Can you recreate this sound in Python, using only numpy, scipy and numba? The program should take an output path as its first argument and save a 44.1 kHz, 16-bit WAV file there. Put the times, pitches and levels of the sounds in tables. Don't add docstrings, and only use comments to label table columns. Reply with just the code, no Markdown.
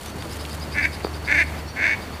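import sys
import numpy as np
from scipy import signal
from scipy.fft import rfft, irfft
from scipy.io import wavfile
from scipy.ndimage import uniform_filter1d
from numba import njit

SR = 44100
rng = np.random.default_rng(int(sys.argv[2]) if len(sys.argv) > 2 else 0)


def wrap_up_sound(samples):
    columns = np.atleast_2d(samples).T
    tamed = np.clip(columns, -1, 1)
    steps = np.round(tamed * 32767).astype(np.int16)
    wavfile.write(sys.argv[1], SR, steps)


N = 97020
T = np.arange(N) / SR


def undb(db):
    return 10 ** (np.asarray(db) / 20)


def unit(x):
    return x / np.sqrt(np.mean(x ** 2) + 1e-20)


def curve(rows, t=T):
    return np.interp(t, *np.array(rows, float).T)


def bell(age, width):
    return np.exp(-.5 * (age / width) ** 2)


def walk(rate, size=N):
    k = max(int(SR / rate), 1)
    steps = np.repeat(rng.standard_normal(size // k + 1), k)
    smooth = uniform_filter1d(uniform_filter1d(steps, k), k)
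    return unit(smooth[:size])


def noise(points):
    hz, db = np.array(points, float).T
    f = np.maximum(np.arange(N // 2 + 1) * SR / N, 1)
    gain = undb(np.interp(np.log(f), np.log(hz), db))
    return unit(irfft(rfft(rng.standard_normal(N)) * gain, N))


@njit
def svf(x, hz, width):
    y, band, low = np.empty(len(x)), 0., 0.
    for i in range(len(x)):
        g, k = np.tan(np.pi * hz[i] / SR), width / hz[i]
        v = (band + g * (x[i] - low)) / (1 + g * (g + k))
        band, low, y[i] = 2 * v - band, low + 2 * g * v, k * v
    return y


def ring(x, hz, width):
    hz = np.clip(hz + np.zeros(len(x)), 20, SR * .45)
    once = svf(x, hz, float(width))
    return svf(once, hz, float(width))


def ringing_noise(hz, width):
    return unit(ring(rng.standard_normal(N), hz, width))


def engine_hum():
    hum_hz, waver = 75.5, .0045
    # (multiple of the pitch, relative level [dB])
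    hum_lines = [(1, -0.5), (2, -10.5), (3, -21), (4, -14.5)]
    # (time [s], level [dB])
    hum_level = [(0, -47), (.2, -37), (.65, -35.5), (1.1, -35.5), (1.4, -34), (1.65, -36.5), (1.75, -42.5),
                 (2.2, -42.5)]
    phase = 2 * np.pi * np.cumsum(hum_hz * (1 + waver * walk(12))) / SR
    hum = np.zeros(N)
    for multiple, db in hum_lines:
        strength = undb(db + 1.1 * walk(14))
        hum += strength * np.sqrt(2) * np.sin(round(multiple) * phase)
    return hum * undb(curve(hum_level))


def park_wash():
    # (frequency [Hz], relative density [dB per Hz])
    park_colour = [(20, -12), (45, -6.5), (90, 4), (130, -3), (220, -2.5), (450, -6.5), (900, -8.5),
                   (1800, -14.5), (3000, -19.5), (4500, -25.5), (5800, -27), (10000, -31.5), (15000, -33)]
    # (time [s], level [dB])
    park_level = [(0, -37), (.2, -35), (1.3, -34.5), (1.7, -35), (2.2, -34.5)]
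    return noise(park_colour) * undb(curve(park_level) + walk(24.66))


def whine():
    whine_hz, width_hz, level_db = 4450, 220, -52.5
    return undb(level_db) * ringing_noise(whine_hz, width_hz)


WHISTLE_S = .014


def feather(age, hz, multiple=1):
    rise, arch, width_hz = 10000, 370000, 285
    near = np.clip(age, -2 * WHISTLE_S, 2 * WHISTLE_S)
    pitch = hz + rise * near - arch * near ** 2
    return ringing_noise(multiple * pitch, multiple * width_hz) * bell(age, WHISTLE_S)


def wings():
    # (time [s], whistle pitch [Hz], whistle level [dB], swish level [dB])
    strokes = [(0.057, 4270, -65, -42), (0.208, 4690, -50.5, -45.5), (0.322, 4950, -43.5, -45),
               (0.415, 4900, -44.5, -46), (0.523, 4820, -45, -44.5), (.628, 4920, -45, -52),
               (0.735, 4780, -42, -51), (.838, 4730, -43, -46.5), (0.942, 4880, -44.5, -48),
               (1.05, 4660, -45, -51.5), (1.156, 4790, -47, -54), (1.263, 4700, -46.5, -54),
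               (1.37, 4700, -59, -44.5), (1.475, 4750, -50.5, -49), (1.584, 4900, -52, -52),
               (1.697, 4480, -49.5, -62), (1.80, 4950, -70, -79), (2.029, 4720, -49, -54),
               (2.149, 4640, -48.5, -60)]
    # (multiple of the whistle pitch, level against the whistle [dB])
    feather_tones = [(0.792, -4), (0.998, 4), (2, -9)]
    # (time [s], pitch [Hz], level [dB])
    far_whistles = [(0.065, 3470, -45.5), (.085, 6020, -46), (1.127, 5550, -53), (1.692, 5670, -46.5)]
    # (frequency [Hz], relative density [dB per Hz])
    swish_colour = [(200, 13), (700, -50.5), (1500, 1.5), (3500, 4.5), (6000, 0), (9500, 2.5), (15000, -8)]
    upper_ratio, upper_lead_s, upper_db = 1.06, .0077, -4.5
    swish_width_s = .042

    times, hz, whistle_db, swish_db = np.array(strokes, float).T
    stroke = np.argmin(abs(T - times[:, None]), axis=0)
    age = T - times[stroke]
    tones = sum(undb(db) * feather(age, hz[stroke], multiple) for multiple, db in feather_tones)
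    tones += undb(upper_db) * feather(age + upper_lead_s, upper_ratio * hz[stroke])
    others = sum(undb(db) * feather(T - start, pitch) for start, pitch, db in far_whistles)
    swell = sum(undb(db) * bell(T - time, swish_width_s) for time, db in zip(times, swish_db))
    rustle = undb(3.44 * walk(400))
    return tones * undb(whistle_db[stroke]) + others + swell * noise(swish_colour) * rustle


def flaps():
    # (time [s], centre [Hz], level [dB], bell width [s])
    flap_rows = [(0.167, 188, -33.5, 0.014), (.255, 454, -34.5, 0.014), (0.482, 950, -40.5, .012),
                 (0.686, 162, -32.5, 0.01)]
    out = np.zeros(N)
    for time, hz, db, width in flap_rows:
        out += undb(db) * ringing_noise(hz, hz * 1.16) * bell(T - time, width)
    return out


def ticks():
    # (time [s], starting level [dB], ring [Hz], decay to 1/e [s])
    tick_rows = [(0.2237, -25, 2800, 0.0016), (0.331, -34.5, 6500, 0.0037), (0.4516, -25, 2650, 0.0024),
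                 (0.6, -37.5, 7540, 0.003), (1.004, -34, 1900, 0.0083), (1.0454, -29, 2320, 0.0024)]
    out = np.zeros(N)
    for time, db, hz, decay in tick_rows:
        fade = (T >= time) * np.exp(-abs(T - time) / decay)
        out += undb(db) * ringing_noise(hz, hz * .82) * fade
    return out


def syrinx(cycles, jitter, scatter_db, rasp):
    rasp_decay_cycles = .3
    chance = rng.standard_normal((128, 2))
    hiss = rng.standard_normal(len(cycles))
    starts = np.cumsum(np.maximum(1 + jitter * chance[:, 0], .5)) - 1
    sizes = undb(scatter_db * chance[:, 1])
    index = np.arange(len(cycles))
    source = np.zeros(len(cycles))
    for start, size in zip(starts, sizes):
        if 0 < start < cycles[-1]:
            lag = index - np.interp(start, cycles, index)
            pulse = np.sinc(lag) * np.exp(-(lag / 10) ** 2)
            fade = (cycles > start) * np.exp(-abs(cycles - start) / rasp_decay_cycles)
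            source += size * (pulse + rasp * hiss * fade / 2)
    return source


def quack(pitch, effort, jitter, scatter_db, rasp, overtone_db):
    # (centre [Hz], width of one pass [Hz], mid-quack relative level [dB])
    throat = [(1560, 253, -1.5), (1756, 154, 2), (2033, 350, -1), (2250, 272, 3.5), (2616, 310, -9)]
    # (centre [Hz], width of one pass [Hz], relative level [dB])
    chest = [(296, 160, -14.5), (650, 1100, -14.5)]
    # (centre [Hz], width of one pass [Hz], level before overtone and opening gains [dB])
    bill = [(3590, 260, -15), (4350, 900, -20), (6040, 630, -23), (8160, 730, -30)]
    bill_opens = .039
    brighten_db = 4.5

    span = (T >= effort[0][0]) & (T < effort[-1][0])
    t = T[span]
    cycles = np.cumsum(curve(pitch, t)) / SR
    source = syrinx(cycles, jitter, scatter_db, rasp)
    opening = np.linspace(-.5, .5, len(t))
    shift = 1 + bill_opens * opening
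    voice = np.zeros(len(t))
    for k, (hz, width, db) in enumerate(throat):
        gain = undb(db + brighten_db * opening * (k > 0))
        voice += (-1) ** k * gain * ring(source, hz * shift, width)
    for hz, width, db in chest:
        voice += undb(db) * ring(source, hz, width)
    for hz, width, db in bill:
        gain = undb(db + overtone_db + brighten_db * opening)
        voice += gain * ring(source, hz * shift, width)
    strength = np.sqrt(uniform_filter1d(voice ** 2, size=700) + 1e-12)
    out = np.zeros(N)
    out[span] = voice / strength * undb(curve(effort, t))
    return out


def duck():
    # (time [s], pitch [Hz])
    pitches = [
        [(.735, 185.8), (.757, 222.9), (.772, 286), (.79, 289.2), (.812, 279), (.825, 255), (.84, 315.5),
         (.89, 339.5)],
        [(1.25, 180.4), (1.288, 261.6), (1.305, 284.2), (1.33, 308.5), (1.35, 290.8), (1.37, 278.8),
         (1.385, 346.2), (1.40, 335), (1.425, 297)],
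        [(1.75, 206.6), (1.80, 236), (1.82, 334), (1.835, 296.2), (1.85, 355.3), (1.875, 311.7), (1.90, 281.7),
         (1.95, 301.5)],
    ]
    # (time [s], level [dB])
    efforts = [
        [(.735, -44), (.75, -31), (.77, -26), (.785, -18), (.803, -21.5), (.82, -25), (.84, -21), (.856, -16),
         (.868, -27.5), (.88, -36)],
        [(1.258, -47), (1.284, -23.5), (1.297, -21.5), (1.304, -20.5), (1.326, -14.5), (1.335, -22.5),
         (1.35, -17), (1.371, -20), (1.385, -15), (1.422, -16.5), (1.43, -20.5), (1.445, -45)],
        [(1.752, -52), (1.768, -31), (1.79, -25.5), (1.81, -23), (1.85, -17), (1.89, -20.5), (1.92, -20),
         (1.94, -22), (1.953, -33)],
    ]
    # (period scatter [share], pulse size scatter [dB],
    # rasp depth [twice the hiss gain], overtone gain [dB])
    roughness = [(.019, 2.7, 0.1, -1), (.026, 1.6, 0.18, 0), (.06, 2.5, .13, 0)]
    return sum(quack(p, e, *rough) for p, e, rough in zip(pitches, efforts, roughness))


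def knocks():
    # (time [s], level before the band filter [dB], gain of the upper modes [dB])
    knock_rows = [(1.0476, -9, -2), (1.069, -26, 7.5)]
    # (frequency [Hz], relative level before the band filter [dB], decay by 60 dB [s])
    modes = [(432, -0.5, 0.017), (726, 2.5, 0.0051), (1130, -4, 0.0043)]
    low_hz, soft_hz = 294, 1400
    out = np.zeros(N)
    for time, db, bright_db in knock_rows:
        age = np.maximum(T - time, 0)
        for k, (hz, mode_db, t60) in enumerate(modes):
            gain = undb(db + mode_db + bright_db * (k > 0))
            out -= gain * np.sin(2 * np.pi * hz * age) * np.exp(-np.log(1000) * age / t60)
    band = signal.butter(2, [low_hz, soft_hz], "band", fs=SR, output="sos")
    return signal.sosfilt(band, out)


def banks(x):
    t60_s, level_db, delay_s = .55, -19, .025
    tail = rng.standard_normal(N) * (T > delay_s) * np.exp(-np.log(1000) * T / t60_s)
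    tail /= np.sqrt(np.sum(tail ** 2))
    return undb(level_db) * signal.fftconvolve(x, tail)[:N]


def scene():
    background = engine_hum() + park_wash() + whine()
    near = wings() + flaps() + ticks() + duck() + knocks()
    return (near + banks(near) + background)[None]


def record(dry):
    top_hz = 15140
    lowpass = signal.ellip(12, .2, 90, top_hz, fs=SR, output="sos")
    return signal.sosfilt(lowpass, dry)


dry = scene()
out = record(dry)
wrap_up_sound(out)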